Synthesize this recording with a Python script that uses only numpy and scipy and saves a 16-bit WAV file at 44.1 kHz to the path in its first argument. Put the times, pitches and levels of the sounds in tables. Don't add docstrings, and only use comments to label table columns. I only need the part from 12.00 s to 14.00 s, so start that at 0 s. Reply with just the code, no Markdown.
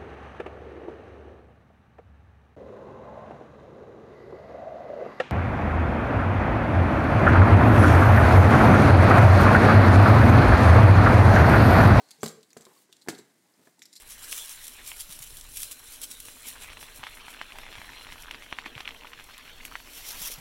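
import sys
import numpy as np
from scipy import signal
from scipy.fft import rfft, irfft
from scipy.io import wavfile
from scipy.ndimage import uniform_filter1d

SR = 44100
rng = np.random.default_rng(int(sys.argv[2]) if len(sys.argv) > 2 else 0)


def elevation(decibels):
    levels = np.asarray(decibels, float)
    return 10 ** (levels / 20)


def pcm_store(signal):
    levels = np.round(np.clip(np.atleast_2d(signal), -1, 1) * 32767)
    wavfile.write(sys.argv[1], SR, levels.astype(np.int16).T)


N = 2 * SR

# (frequency [Hz], level [dB per Hz])
AIR_SPECTRUM = [(18, -45), (30, -5), (157, 3.5), (336, 4), (554, -26), (2060, -7.5), (2900, -35),
                (8980, -22), (16000, -95)]
# (time [s], hiss [dB], wall rumble re hiss [dB], lightness as treble [dB])
SLIDE_PRESSURE = [(0, -61.5, -2.5, 2), (.2, -64, -11, 2), (.45, -68.5, -10.5, 3.5), (.68, -70.5, 12.5, 12),
                  (.74, -60.5, -3.5, 5), (.83, -61, -9.5, 7.5), (.86, -69.5, -3, 0), (1.0, -66, -5, -2),
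                  (1.04, -67.5, -12, 7.5), (1.3, -67.5, -5.5, 3.5), (1.6, -67.5, -2.5, 5),
                  (1.67, -61.5, -3.5, 3), (1.71, -66, -2, 5.5), (1.75, -68, -10, 2.5), (2, -66, -14, 0)]
# (frequency [Hz], level [dB per Hz])
RUB_SPECTRUM = [(290, -23.5), (500, -5), (1080, -10), (1190, -18.5), (2070, -11), (4400, -8.5),
                (5310, -8.5), (7750, -8.5), (16000, -20.5)]
# (frequency [Hz], width [Hz], level [dB])
EDGE_RESONANCES = [(820, 250, 0.5), (1600, 580, -1), (4200, 550, 3.5)]
# (time [s], level [dB])
DRAG_LEVEL = [
    (0, -70),
    (.07, -67.5),
    (.15, -66.5),
    (.2, -72),
    (.23, -96),
]
# (time [s], peak [dB], ring time scale [ratio], brightness [dB per octave])
KNOCKS = [(0.0, -54.5, 1.6, 7), (0.185, -57, 6.2, -5.5), (0.2315, -22.5, 0.61, 1), (0.259, -31, 0.69, -1.5),
          (0.299, -49, 0.56, -1), (0.5669, -38.5, 0.52, 0), (0.603, -49.5, 0.52, -1.5),
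          (0.667, -51.5, 0.38, 4), (0.891, -64, 0.99, 10.5), (1.0636, -58, 0.62, 1.5),
          (1.0739, -37.5, 0.88, 0), (1.0848, -25, 0.64, 2.5), (1.127, -41, 1.4, -2.5),
          (1.197, -45.5, 0.65, -1), (1.593, -57, 1, -0.5), (1.605, -63, 1.3, -2), (1.672, -51, 0.94, 2.5),
          (1.796, -62.5, 1.25, -4.5)]
# (frequency [Hz], level [dB], t60 [s])
WALL_MODES = [(161, 9, 0.039), (227.6, -3.5, 0.14), (299.5, -6, 0.059), (426.7, 10.5, 0.036),
              (527, -3.5, 0.056), (610, -4, 0.05), (689, 1, 0.028), (813, -1, 0.021), (1002, 1.5, 0.019),
              (1208, -17, 0.06), (1549, -9, 0.041), (1985, -24, 0.062)]
# (frequency [Hz], level [dB], t60 [s])
TURNED_MODES = [(134, -7, 0.22), (183, -5.5, 0.11), (263, 7.5, 0.04), (328.6, -1, 0.046), (389, 5.5, 0.023),
                (540, -9.5, 0.068), (640, -10, 0.051), (980, -6, 0.027), (1314, -17.5, 0.07),
                (1558, -2.5, 0.014), (1752, -6, 0.026), (2020, -18.5, 0.036)]
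# (time [s], peak [dB], pitch [Hz], t60 [s], rise [s])
PANEL_RINGS = [(0, -46, 756, 0.052, 0.0019), (.156, -63, 4200, 0.027, .002),
               (.2315, -28, 607, 0.018, 0.0007), (.232, -29.5, 833, 0.031, 0.0007),
               (.234, -24.5, 164, 0.11, 0.0061), (.2605, -49, 800, .04, 0.0012),
               (0.2613, -37, 1943, 0.023, .001), (0.2785, -38, 7400, 0.051, .001),
               (.302, -36, 418, 0.057, 0.0043), (.325, -44, 467, 0.083, 0.0034),
               (.353, -48, 444, 0.059, 0.0035), (.372, -47, 439, 0.15, 0.0036),
               (.567, -48, 980, 0.027, 0.0011), (.665, -52, 1045, .06, .002),
               (.672, -46.5, 376, 0.096, .004), (0.762, -55.5, 1102, 0.063, 0.0021),
               (.775, -51.5, 4440, 0.027, 0.0016), (0.893, -57, 374.5, 0.12, 0.0045),
               (1.011, -53.5, 297, 0.036, 0.0036), (1.0625, -46, 840, 0.026, 0.00084),
               (1.087, -28, 321, 0.078, 0.0014), (1.085, -41, 951, 0.048, 0.0031),
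               (1.097, -42, 1400, 0.045, 0.0018), (1.109, -53, 1600, 0.084, 0.0022),
               (1.139, -39, 381, .07, 0.0026), (1.187, -38.5, 417.4, 0.062, 0.003),
               (1.19, -53, 980, 0.041, 0.0023), (1.606, -63, 323, 0.063, 0.0028),
               (1.782, -56.5, 870, 0.037, 0.0018), (1.673, -51.5, 696, 0.027, 0.00092),
               (1.8187, -52, 1600, 0.015, 0.00031), (1.924, -56.5, 3900, .15, 0.0026),
               (1.927, -67, 2100, 0.14, .002)]
# (time [s], peak [dB], strongest pitch [Hz], t60 [s], resonance [dB])
TURN_CRACKLES = [(0.0866, -41.5, 4430, 0.03, -8), (0.1064, -31, 4300, 0.049, 4.5),
                 (0.1118, -28, 4460, 0.027, -1.5), (0.2062, -50, 5960, 0.083, 14),
                 (0.2154, -41, 6900, 0.12, -6), (0.2302, -16, 7740, 0.015, 7),
                 (0.2384, -18, 6900, 0.051, -12), (0.2576, -23.5, 8000, 0.064, -16),
                 (0.2608, -18, 4700, 0.021, -4), (0.2761, -25.5, 7160, 0.091, -14),
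                 (0.2882, -35.5, 7180, 0.12, -20), (0.4063, -57, 5100, 0.029, 18),
                 (0.4292, -39, 3730, 0.039, 2.5), (0.5034, -43, 4950, 0.038, 2),
                 (0.5113, -55, 3710, 0.027, 20), (0.5299, -34, 6400, 0.014, 6.5),
                 (0.5683, -33, 7600, 0.069, -11), (0.584, -47, 7700, 0.03, -1),
                 (0.6079, -35, 7550, 0.028, -1), (0.6157, -42, 6100, 0.069, -2),
                 (0.6511, -33.5, 7100, 0.022, -3), (0.6558, -42, 3630, 0.055, 2)]
# (time [s], peak [dB], strongest pitch [Hz], t60 [s], resonance [dB])
FINGER_CRACKLES = [(0.919, -50, 3616, 0.1, -1.5), (0.9255, -31, 3420, 0.03, 9.5),
                   (0.9656, -40.5, 3960, 0.032, -1), (1.013, -45.5, 4200, 0.1, 4),
                   (1.021, -45.5, 4240, 0.037, 8), (1.0844, -18, 1980, 0.084, -25),
                   (1.093, -27, 5360, 0.027, 7.5), (1.0994, -29, 3520, 0.032, 14),
                   (1.147, -39.5, 3850, 0.044, 11.5), (1.1793, -36, 3940, 0.1, -2.5),
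                   (1.5373, -65, 5150, 0.035, 19.5), (1.7912, -42, 5240, 0.041, -16),
                   (1.8184, -37.5, 2400, 0.021, 21), (1.8188, -38.5, 6450, 0.043, 8),
                   (1.8235, -36.5, 5600, 0.055, 4.5), (1.8536, -36, 4850, 0.036, 5),
                   (1.8616, -40.5, 7300, 0.025, -4), (1.921, -51, 4070, 0.1, -2),
                   (1.928, -35.5, 4630, 0.059, -5), (1.9334, -42, 5550, 0.034, -6),
                   (1.9533, -36.5, 5170, 0.088, -16), (1.961, -34, 4200, 0.043, 10),
                   (1.9655, -32.5, 4750, 0.025, -8), (1.9715, -37, 4500, 0.036, 3)]
# (frequency [Hz], level [dB])
SKIN_SPECTRUM = [(1000, -15.5), (2200, -6.5), (3000, -8.5), (4200, -0.5), (5500, -3), (7300, 0.5),
                 (10000, -6), (13700, -11), (15800, -18)]
# (frequency [Hz], width [Hz], level [dB])
FILM_RESONANCES = [(2100, 810, -11), (3900, 1600, -7), (5470, 880, 0), (7400, 980, -1.5), (9270, 600, 2),
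                   (11700, 540, 4), (13100, 660, 3)]
# (frequency [Hz], t60 [s])
ROOM_DECAY = [(150, 0.36), (500, 0.39), (2000, 0.42), (14000, 0.29)]

TURN_S, FILM_S = 0.92, 1.75


def evened(x):
    return x / np.sqrt(np.mean(x ** 2) + 1e-20)


def read(points, hz):
    f, value = np.transpose(points)
    return np.interp(np.log(hz + 1), np.log(f + 1), value)


def add(mix, s, sound):
    part = mix[round(s * SR):][:len(sound)]
    part += sound[:len(part)]


def colour(x, points):
    log_gain = np.log(elevation(read(points, abs(np.fft.fftfreq(4096, 1 / SR)))))
    taps = np.fft.ifft(np.exp(signal.hilbert(log_gain).conj())).real[:1024]
    return signal.oaconvolve(x, taps / np.linalg.norm(taps))[:len(x)]


def resonate(x, hz, width_hz):
    return signal.lfilter(*signal.iirpeak(hz, hz / width_hz, SR), x)


def clumps(draw, smooth_s, depth_db):
    size = round(smooth_s * SR)
    smooth = uniform_filter1d(uniform_filter1d(draw, size), size)
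    return elevation(depth_db * evened(smooth))


def air():
    gain = elevation(read(AIR_SPECTRUM, np.fft.rfftfreq(N, 1 / SR)))
    noise = irfft(rfft(rng.standard_normal(N)) * gain, N)
    return elevation(-69.5) * evened(noise)


def slide():
    times, *curves = np.transpose(SLIDE_PRESSURE)
    t = np.arange(N) / SR
    hiss_db, rumble_db, light_db = (np.interp(t, times, curve) for curve in curves)
    grain, grain_clump, shove, shove_clump = rng.standard_normal((4, N))
    hiss = evened(colour(grain * clumps(grain_clump, 0.0034, 1.3), RUB_SPECTRUM))
    treble = signal.sosfilt(signal.butter(2, 8500, "high", fs=SR, output="sos"), hiss)
    push = shove * clumps(shove_clump, 0.006, 2.5)
    modes = [elevation(db) * evened(resonate(push, hz, 5 / t60)) for hz, db, t60 in WALL_MODES]
    rumble = evened(sum(modes))
    return elevation(hiss_db - 3) * (hiss + (elevation(light_db) - 1) * treble + elevation(rumble_db) * rumble)


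def drag():
    friction = rng.standard_normal(N)
    rings = sum(elevation(db) * evened(resonate(resonate(friction, hz, width), hz, width))
                for hz, width, db in EDGE_RESONANCES)
    level_db = np.interp(np.arange(N) / SR, *np.transpose(DRAG_LEVEL))
    return elevation(level_db) * evened(rings)


def thumps():
    trim_db, swell_cycles = -3, 0.44
    thud_db, thud_hz, thud_t60_s = -13, 860, 0.038
    out, t = np.zeros(N), np.arange(int(0.3 * SR)) / SR
    draws = rng.standard_normal((len(KNOCKS), 2, len(WALL_MODES)))
    for (s, peak_db, ring, bright_db), (spot, detune) in zip(KNOCKS, draws):
        modes = WALL_MODES if s < TURN_S else TURNED_MODES
        hz, db, t60 = np.transpose(modes)[:, :, None]
        level_db = db + 0.84 * spot[:, None] + bright_db * np.log2(hz / 400) - 60 * t / (t60 * ring)
        swell = 1 - np.exp(-t * hz / swell_cycles)
        tones = np.sin(2 * np.pi * hz * (1 + 0.025 * detune[:, None]) * t)
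        body = (swell * elevation(level_db) * tones).sum(0)
        crush = evened(resonate(rng.standard_normal(len(t)), thud_hz, 2 * thud_hz))
        body += elevation(thud_db + bright_db - 60 * t / thud_t60_s) * crush
        body *= 1 - np.exp(-t / 0.0005)
        attack_rms = np.sqrt(np.mean(body[:400] ** 2))
        add(out, s, elevation(peak_db + trim_db) * body / attack_rms)
    return out


def panels():
    out, t = np.zeros(N), np.arange(int(0.2 * SR)) / SR
    for s, peak_db, hz, t60, rise in PANEL_RINGS:
        envelope = (1 - np.exp(-t / rise)) * elevation(peak_db - 60 * t / t60)
        add(out, s, envelope * np.sin(2 * np.pi * hz * t))
    return out


def crackles(bursts):
    trim_db, tick_share, tick_s = -11.5, 0.18, 0.0005
    rise_s, breakup_s = 0.0005, 0.005
    dull_db, width_hz = 0.12, 1700
    out, t = np.zeros(N), np.arange(int(0.2 * SR)) / SR
    draws = rng.standard_normal((len(bursts), 2, len(t)))
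    for (s, peak_db, hz, t60, ring_db), (grain, clump) in zip(bursts, draws):
        clumping = clumps(clump, 0.0008, 4) ** np.minimum(t / breakup_s, 1)
        grains = evened(grain * clumping) * elevation(-60 * t / t60)
        tick = 4 * tick_share * np.sign(grain) * np.exp(-t / tick_s)
        drive = np.minimum(t / rise_s, 1) * (1 - tick_share) * grains + tick
        slope_db = dull_db * (peak_db + 19)
        skin = [(f, db + slope_db * max(np.log2(f / 7000), 0)) for f, db in SKIN_SPECTRUM]
        paper = colour(drive, skin)
        if s > FILM_S:
            film = sum(elevation(0.5 + db) * resonate(paper, f, width) for f, width, db in FILM_RESONANCES)
            paper = elevation(-8) * paper + film
        ring = resonate(resonate(paper, hz, width_hz), hz, width_hz)
        add(out, s + 0.0011, elevation(peak_db + trim_db) * (paper + elevation(ring_db) * ring))
    return out


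def room(x):
    taps = np.zeros(SR // 2)
    at = np.arange(300, len(taps) - 20, 20)
    taps[at + rng.integers(0, 20, len(at))] = rng.choice([-1., 1.], len(at))
    hz, t, z = signal.stft(taps, SR, nperseg=256)
    decay = elevation(-60 * t / read(ROOM_DECAY, hz)[:, None])
    tail = signal.istft(z * decay, SR, nperseg=256)[1]
    return signal.fftconvolve(x, tail / np.linalg.norm(tail))[:N]


def scene():
    box = thumps() + panels() + crackles(TURN_CRACKLES) + crackles(FINGER_CRACKLES)
    mix = box + elevation(-11) * room(box) + slide() + air() + drag()
    return mix[None]


def band_limit(x):
    return signal.sosfilt(signal.butter(12, 16480, fs=SR, output="sos"), x)


def record(dry):
    thin = signal.sosfilt(signal.butter(2, 191, "high", fs=SR, output="sos"), dry)
    mix = signal.sosfilt(signal.ellip(8, 0.5, 30, 15800, fs=SR, output="sos"), thin)
    return band_limit(mix)


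dry = scene()
out = record(dry)
pcm_store(out)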